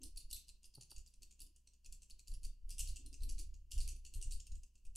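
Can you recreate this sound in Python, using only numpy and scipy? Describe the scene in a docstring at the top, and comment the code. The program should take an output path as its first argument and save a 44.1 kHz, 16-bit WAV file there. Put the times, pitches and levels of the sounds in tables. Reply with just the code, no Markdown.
"""A small plastic toy watch, held over a desk, ticks under fast fingertip taps: its loose part strikes and
chatters in noisy contacts that ring the modes of the body, and a small room answers with sparse echoes. Soft
knocks sound on and near the desk top, hands rub and rustle in filtered noise, and desk jolts shake the
microphone stand, which rings very low with a locked overtone. Behind lie room hiss and thin electrical hum. A
noise suppressor turns everything down, the bass less, while the treble is weak."""
import sys
import numpy as np
from scipy import signal
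from scipy.fft import rfft, irfft
from scipy.io import wavfile
from scipy.ndimage import uniform_filter1d

SR = 44100
rng = np.random.default_rng(int(sys.argv[2]) if len(sys.argv) > 2 else 0)


def inscribe(sig):
    """Save sig as 16-bit PCM at rate SR to the path in sys.argv[1].

    A 1-D sig is mono; a 2-D sig holds one channel per row.
    Samples are clipped to [-1, 1] before scaling.
    """
    pcm = np.round(np.clip(np.atleast_2d(sig).T, -1, 1) * 32767)
    wavfile.write(sys.argv[1], SR, pcm.astype(np.int16))


N = 218824

# Ticks of the loose part. Each row: time in seconds, level in dB, landing spot from 0 (case) to 1 (glass),
# extra level of the back lid's mode in dB.
TICKS = [(0.0151, -53, 0.05, 0), (0.0321, -40.5, 0.64, 4.5), (0.037, -43.5, 0.56, 4),
         (0.159, -52.5, 0.19, 1), (0.1703, -48.5, 0.057, 17), (0.1724, -40.5, 0.72, 2.5),
         (0.205, -52.5, 0.22, 3), (0.299, -57.5, 0.5, -5.0), (0.3033, -48.5, 0.56, 7),
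         (0.3104, -39.5, 0.43, -0.5), (0.3282, -34.5, 0.86, 8), (0.3622, -45.0, 0.16, 1),
         (0.3644, -52, 0.98, -7), (0.473, -64, 0.35, 3), (0.4817, -50.5, 0.4, 5.5),
         (0.4895, -47.5, 0.29, 8.0), (0.63, -54, 0.14, -9), (0.6413, -50.5, 0.23, 4.5),
         (0.6542, -51, 0.74, 7), (0.7375, -57, 0.079, 17), (0.7498, -50, 0.73, 8), (0.8093, -47, 0.29, 1),
         (0.8965, -58.0, 0.2, 3), (0.9047, -49.5, 0.59, 1.5), (0.913, -46, 0.53, 8.5),
         (0.9616, -48.5, 0.066, 4.5), (0.9801, -50.5, 0.32, 1), (1.0618, -52.5, 0.05, 4),
         (1.073, -55, 1, 14.5), (1.1373, -53.5, 0.16, 2), (1.2203, -51, 0.16, 7.5), (1.23, -48.0, 0.46, 3),
         (1.3088, -54, 0.1, -1), (1.392, -53.5, 0.16, -2.0), (1.4022, -44.5, 0.67, 6.5),
         (1.416, -45.5, 0.74, 0), (1.4638, -55.5, 0.41, 3), (1.5604, -54, 0.28, -6),
         (1.6713, -53.5, 0.031, 5), (1.7344, -58.5, 0.032, 6.5), (1.8448, -52, 0.084, 9.5),
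         (1.8592, -48.5, 0.16, -7), (1.9236, -45, 0.29, 1), (2.0189, -52.5, 0.035, -4),
         (2.0293, -52.5, 0.16, -6.0), (2.098, -51.5, 0.24, -4), (2.1058, -53, 0.37, 16),
         (2.1912, -50, 0.2, 2.5), (2.2729, -51.5, 0.08, 8), (2.2801, -48, 0.61, 1), (2.3161, -51, 0.46, 7),
         (2.3384, -46.5, 0.25, 0.5), (2.4318, -48.5, 0.45, 0), (2.4385, -49.5, 0.27, 1),
         (2.445, -49.0, 0.57, 3), (2.45, -45, 0.35, 3.5), (2.6887, -60, 0.47, 5), (2.693, -47.5, 0.35, 4),
         (2.7046, -42, 0.37, 4.5), (2.7099, -55, 0.38, 8.0), (2.7823, -39, 0.33, -20),
         (2.7908, -35.5, 0.76, -1.5), (2.7929, -34.5, 0.078, -5), (2.8017, -36, 0.28, -22),
         (2.873, -43, 0.34, 6), (2.8817, -47, 0.8, 11.5), (2.8872, -48.5, 0.17, 1),
         (2.9584, -45, 0.062, -6), (2.9636, -46, 0.14, 2.5), (3.0609, -46.5, 0.63, 2),
         (3.1287, -50, 0.31, 0), (3.1398, -47, 0.16, -1.5), (3.2053, -55, 0.33, 9),
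         (3.2207, -51, 0.05, 8.0), (3.2324, -44, 0.62, 5), (3.2846, -65, 0.29, 14),
         (3.29, -45.0, 0.057, 2.5), (3.2942, -44.5, 0.44, 1), (3.3802, -48, 0.039, 5),
         (3.3885, -42.5, 0.35, 3.5), (3.3947, -44.5, 0.49, 2.5), (3.5399, -53.5, 0.05, 6.5),
         (3.7081, -53.5, 0.24, -2), (3.7144, -42.5, 0.46, -7), (3.718, -39.5, 0.17, -3.5),
         (3.7786, -43.5, 0.21, 0), (3.8028, -40.5, 0.35, 12.5), (3.8133, -43, 0.51, 8),
         (3.8142, -47, 0.2, -2), (3.8256, -52, 0.88, 5), (3.876, -39.5, 0.5, 0.5), (3.8885, -41, 0.19, -2),
         (3.8915, -58, 0.14, 4), (3.9623, -53.5, 0.55, 0.0), (4.0491, -48, 0.14, 2),
         (4.061, -52.5, 0.14, 1), (4.1372, -45.5, 0.31, 3.5), (4.1467, -45.5, 0.57, 1),
         (4.213, -44, 0.28, -2), (4.2243, -38.5, 0.26, -3.5), (4.3082, -45.0, 0.044, 0),
         (4.3204, -40.5, 0.71, 4.5), (4.333, -48, 0.65, 5), (4.399, -49.5, 0.041, -6),
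         (4.467, -48.5, 0.27, -4), (4.5182, -51, 0.12, 1), (4.5532, -51.5, 0.093, -2),
         (4.633, -51.5, 0.23, 1), (4.7534, -56, 0.058, 1), (4.7776, -63.5, 0.046, 1),
         (4.8503, -56, 0.33, -6), (4.863, -60, 0.16, -1), (4.952, -50, 0.24, -3.0), (4.9579, -34, 0.36, -6)]
# Modes of the toy. Each row: frequency in Hz, width in Hz, level in dB struck on the case,
# level in dB struck on the glass.
TOY_MODES = [(1720, 10, -27, -36), (2700, 226, -9, -18), (3550, 2130, -13, -7), (4572, 210, -10, -3.5),
             (5620, 920, -4.5, -9), (6630, 370, -2, -18), (7754, 560, -1.5, -10.5), (9294, 440, -9, 7),
             (10910, 1200, -19.5, 11), (13200, 1500, -21, -5.5), (13800, 5800, -25.5, -4.5),
             (13700, 850, -38.5, -9.5)]
# Decay of the room. Each row: frequency in Hz, time to fall 60 dB in seconds.
ROOM_DECAY = [(2500, 0.45), (5000, 0.43), (9000, 0.25), (12000, 0.22), (15000, 0.29)]
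# Colour of the room; the hands shade the low modes from it. Each row: frequency in Hz, level in dB.
ROOM_COLOUR = [(2700, -2), (3600, 0), (4600, -4), (6000, 0)]
# Dull knocks, the first two on the desk top and the last on a nearby object, all sounding through the same low
# modes. Each row: time in seconds, level in dB, tilt in dB per octave above the lowest mode, # rise in ms,
# share of the free ring time.
KNOCKS = [(0.7724, -51, -5, 3.6, 0.89), (0.7796, -50, -4, 2.1, 1), (0.919, -67.5, 3, 0.7, 0.61)]
# Modes of the desk top. Each row: frequency in Hz, free time to fall about 30 dB in seconds, level in dB.
DESK_MODES = [(131, .035, 0), (350, 0.016, 5), (540, 0.011, 3), (845, 0.011, 5), (1310, 0.007, 2)]
# Jolts of the desk. Each row: peak time in seconds, relative stand level in dB, overtone in dB below that
# (before the mix gains), time to fall 60 dB in seconds.
JOLTS = [(0.062, -56.5, 4, 0.59), (0.164, -50.5, 23, 0.17), (0.266, -52.5, 19, 0.29),
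         (0.344, -53.5, 5, 0.23), (0.512, -61, 8, 0.34), (0.68, -61.5, 19, 0.16), (0.991, -52.5, 9, 0.31),
         (1.207, -56, 17, 0.42), (1.444, -54, 22, 0.18), (1.905, -52, 15, 0.48), (2.144, -58.5, 8, 0.33),
         (2.331, -42, 13, 0.45), (2.467, -45.5, 19.5, 0.49), (2.669, -44.5, 15, 0.69),
         (2.821, -42, 9, 0.36), (2.915, -43, 4.5, 0.28), (3.05, -51.5, 4, 1), (3.23, -40, 7, 0.63),
         (3.334, -42.5, 12.5, 0.63), (3.481, -48, 5, 0.92), (3.781, -38, 3.5, 0.82),
         (4.185, -39.5, 7, 0.19), (4.28, -41.5, 10, 0.4), (4.348, -45.5, 6.5, 0.35),
         (4.533, -46, 3.5, 0.45), (4.878, -51, 13, 0.95)]
# Spectrum of the slow pushes. Each row: frequency in Hz, relative density in dB per Hz.
THUMP_SPECTRUM = [(8, 1.5), (26, -12), (45, -25.5), (90, -24), (140, -31), (200, -68.5)]
# Spectrum of the hand rustle. Each row: frequency in Hz, relative density in dB per Hz.
RUSTLE_SPECTRUM = [(70, -14.5), (120, -2), (210, 2), (310, -1), (450, -7.5), (700, -25), (2000, -84)]
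# Hands rubbing the desk. Each row: start in seconds, length in seconds, relative level in dB, pitch in Hz.
RUBS = [(-.02, .12, -64.5, 278), (0.045, 0.052, -84, 407), (1.412, 0.107, -78.5, 296),
        (2.992, 0.19, -70, 280), (3.218, 0.098, -69, 265), (3.309, 0.13, -74.5, 321),
        (3.921, 0.055, -76, 332), (4.176, 0.046, -74, 368)]
# Spectrum of the room hiss. Each row: frequency in Hz, relative density in dB per Hz.
HISS_SPECTRUM = [(59, -28.5), (100, -4.5), (163, -9), (736, -27.5), (2170, -30), (2800, -12.5), (3700, -29),
                 (4570, -19.5), (7610, -21), (16000, -27.5)]
# Electrical hum. Each row: frequency in Hz, rms level in dB.
HUM = [(199.2, -92), (597.5, -104), (1001, -103.5)]
# Left-right likeness of all noises. Each row: frequency in Hz, likeness from 0 to 1.
LIKENESS = [(60, 0.95), (300, 0.77), (1400, 0.86), (15000, 0.7)]

LID_MODE = 3  # place of the back lid's mode in TOY_MODES
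REBOUND_MS, REBOUND_DB = 5.0, -8  # average delay and relative level of the rebound
ROOM_DB, HISS_DB = -2.5, -80
STAND_HZ, STAND_PAN_DB = 30, -0.4  # pans are left over right
JOLT_RISE_S, REST_DB = 0.024, -71  # swing build-up, and its relative level at rest
PUSH_DB, PUSH_S = -10.5, 0.0058  # short shove at each jolt's peak, relative to the jolt
STIR_DB, STIR_SWING_DB, STIR_SHARE = -75, -40.5, 0.43  # rustle level at this swing; dB of rustle per dB of swing
RUB_EDGE_S, RUB_WIDTH_HZ, RUB_PAN_DB = 0.012, 72, 2.5
BASS_CUT = 0.37  # share of the suppressor's cut, in dB, that also reaches the bass
EDGE_HZ = 15900  # upper band limit


def amp(db):
    """Turn dB into an amplitude factor."""
    return 10 ** (np.asarray(db) / 20)


def evened(x):
    """Scale to an rms of one."""
    return x / np.sqrt(np.mean(x ** 2) + 1e-20)


def read(points, hz):
    """Read a curve between its points along a logarithmic frequency axis."""
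    f, value = np.transpose(points)
    return np.interp(np.log(hz + 1), np.log(f + 1), value)


def noise(spectrum):
    """Two partly alike channels of noise with the given spectrum, at an rms of one."""
    hz = np.fft.rfftfreq(N, 1 / SR)
    left, other = rfft(rng.standard_normal((2, N)))
    same = np.clip(read(LIKENESS, hz), 0, 1)
    right = same * left + np.sqrt(1 - same ** 2) * other
    return evened(irfft(np.array([left, right]) * amp(read(spectrum, hz)), N))


def ring(hz, width, t):
    """One exponentially dying mode with a soft start; a wider mode dies faster."""
    return np.sin(2 * np.pi * hz * t) * np.exp(-np.pi * width * t) * (1 - np.exp(-t / .00016))


def rattles():
    """The loose part rebounds: each tick gets one weaker tick just after it, landing close by."""
    rebounds = []
    luck = rng.random((len(TICKS), 2))
    for (s, db, spot, lid_db), (late, slip) in zip(TICKS, luck):
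        delay_s = REBOUND_MS * (.5 + late) / 1000
        rebounds.append((s + delay_s, db + REBOUND_DB, spot * (.5 + slip), lid_db))
    return [tick for tick in list(TICKS) + rebounds if tick[0] < N / SR]


def part_contacts(count):
    """The part strikes, chatters and skips to rest: sparse random contacts under a dying envelope."""
    t = np.arange(2000) / SR
    hits = rng.standard_normal((count, 2000)) * (rng.random((count, 2000)) < .22)
    skips = np.repeat(rng.random((count, 40)) < .12, 50, axis=1)  # brief late contacts
    strike = (1 - np.exp(-t / 0.0007)) * np.exp(-t / 0.003)
    return hits * (strike + 0.53 * skips * np.exp(-t / 0.02))


def toy_body(spot, lid_db, luck):
    """Modes of the case and glass, weighted by landing spot and slightly retuned by the fingers' grip."""
    t = np.arange(400) / SR
    spot = np.clip(spot, 0, 1)
    shift_db = 1.6 * luck[:, 0]
    shift_db[LID_MODE] += lid_db
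    grip = 1 + .04 * luck[:, 1]
    body = np.zeros(len(t))
    for k, (hz, width, case_db, glass_db) in enumerate(TOY_MODES):
        level_db = case_db + spot * (glass_db - case_db) + shift_db[k]
        direction = (-1) ** k  # neighbouring modes start in opposite directions
        body += direction * amp(level_db) * np.sqrt(width) * ring(hz * grip[k], width, t)
    return body


def toy():
    """Each tick is a scatter of contacts exciting the toy's modes, with the lows of the sum filtered away."""
    out = np.zeros(N + 2600)
    ticks = rattles()
    spread = rng.standard_normal((len(ticks), len(TOY_MODES), 2))
    for (s, db, spot, lid_db), contacts, luck in zip(ticks, part_contacts(len(ticks)), spread):
        tick = np.convolve(contacts, toy_body(spot, lid_db, luck))
        tick /= 3 * tick[:180].std()  # the peak is about three times the rms of the first 4 ms
        at = round(s * SR)
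        out[at:at + len(tick)] += amp(db) * tick
    return signal.sosfilt(signal.butter(5, 2250, "high", fs=SR, output="sos"), out[:N])


def room(x):
    """Sparse echoes of random sign, mostly shared by both channels, each band dying at its own speed."""
    taps = np.zeros((3, SR // 2))
    at = np.arange(120, SR // 2 - 12, 12)
    at = at + rng.integers(0, 12, (3, len(at)))  # one echo at a random place in each short slot
    np.put_along_axis(taps, at, rng.choice([-1., 1.], at.shape), 1)
    hz, t, bands = signal.stft(taps[0] + 0.91 * taps[1:], SR, nperseg=128)
    decay_db = -60 * t / read(ROOM_DECAY, hz)[:, None]
    build_up = 1 - np.exp(-t / 0.0034)
    bands = bands * amp(read(ROOM_COLOUR, hz)[:, None] + decay_db) * build_up
    tail = signal.istft(bands, SR, nperseg=128)[1]
    return signal.fftconvolve(x[None], tail / np.linalg.norm(tail[0]), axes=1)[:, :N]


def knocks():
    """Soft blows ring a shared set of low modes, those of the desk top; a tilt per blow favours the upper or
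    lower modes."""
    t = np.arange(N) / SR
    out = np.zeros(N)
    for at, db, tilt_db, rise_ms, free in KNOCKS:
        since = np.maximum(t - at, 0)
        modes = np.zeros(N)
        for hz, fall_s, mode_db in DESK_MODES:
            octaves = np.log2(hz / DESK_MODES[0][0])
            modes += amp(mode_db + tilt_db * octaves) * ring(hz, 1.08 / (free * fall_s), since)
        out += amp(db) * modes * (1 - np.exp(-(1000 * since / rise_ms) ** 2))
    return out


def rubs():
    """Skin drags in lumps: noise through a doubled resonance, dull and with its own pitch each time."""
    t = np.arange(N) / SR
    out = np.zeros((2, N))
    drag = noise([(SR, 0)])  # a single point makes a flat spectrum
    for s, length, db, hz in RUBS:
        b, a = signal.iirpeak(hz, hz / RUB_WIDTH_HZ, SR)
        to_edge = np.minimum(t - s, s + length - t)
        shape = np.clip(to_edge / RUB_EDGE_S + .5, 0, 1) ** 2
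        tone = signal.lfilter(b, a, signal.lfilter(b, a, drag))
        out += amp(db) * shape * evened(tone)
    return out


def desk():
    """Jolts swing the stand at a drifting pitch with a locked overtone; pushes, rustle and rubs go along."""
    t = np.arange(N) / SR
    swing_power = np.full(N, amp(REST_DB) ** 2)
    overtone_power = swing_power.copy()
    shoves = np.zeros(N)
    for s, db, under_db, t60 in JOLTS:
        u = (t - s) / PUSH_S
        shoves += amp(db + PUSH_DB) * (1 - u ** 2) * np.exp(-.5 * u ** 2)
        rise = np.exp(-((t - s) / JOLT_RISE_S) ** 2)
        fall = amp(-120 * np.maximum(t - s, 0) / t60)  # as power, so 60 dB per t60
        power = amp(2 * db) * np.where(t < s, rise, fall)
        swing_power += power
        overtone_power += power * amp(-2 * under_db)
    swing, overtone = np.sqrt(swing_power), np.sqrt(overtone_power)
    rustle = amp(STIR_DB) * (swing / amp(STIR_SWING_DB)) ** STIR_SHARE
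    drift = evened(uniform_filter1d(uniform_filter1d(rng.standard_normal(N), 3000), 3000))
    phase = 2 * np.pi * np.cumsum(STAND_HZ + 2.4 * drift) / SR
    stand = swing * (1.59 * np.cos(phase) + 1.09 * noise(THUMP_SPECTRUM))
    stand = stand + overtone * 1.28 * np.cos(2 * phase) + shoves
    side = np.array([[.5], [-.5]])  # half of each pan on either channel
    hands = rustle * noise(RUSTLE_SPECTRUM) + amp(RUB_PAN_DB * side) * rubs()
    return amp(STAND_PAN_DB * side) * stand + hands


def background():
    """Room hiss as shaped noise, and thin electrical hum as steady sines."""
    t = np.arange(N) / SR
    hum = sum(amp(db) * np.sqrt(2) * np.sin(2 * np.pi * hz * t) for hz, db in HUM)
    return amp(HISS_DB) * noise(HISS_SPECTRUM) + hum


def scene():
    """Toy and knocks with their room, over the desk and the background."""
    ticks, blows = toy(), knocks()
    # the knocks reach the microphone mostly through its stand, so less of them fills the room
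    echoes = amp(ROOM_DB) * room(ticks + 0.52 * blows)
    return ticks + blows + echoes + desk() + background()


def record(dry):
    """The suppressor lowers everything, the bass less, when the treble is weak; then the band limit."""
    low = signal.sosfiltfilt(signal.butter(2, 150, fs=SR, output="sos"), dry)
    treble = signal.sosfilt(signal.butter(2, 2000, "high", fs=SR, output="sos"), dry.mean(0))
    level_db = 10 * np.log10(abs(uniform_filter1d(treble ** 2, 900)) + 1e-12)
    # half a dB of cut per dB below the threshold, 16 dB at most
    cut_db = np.clip(0.5 * (level_db + 61.5), -16, 0)
    cut_db = uniform_filter1d(cut_db, 600)
    out = low * amp(BASS_CUT * cut_db) + (dry - low) * amp(cut_db)
    band_limit = signal.firwin(511, EDGE_HZ, window=("kaiser", 9), fs=SR)
    return signal.oaconvolve(out, band_limit[None], "same")


dry = scene()
out = record(dry)
inscribe(out)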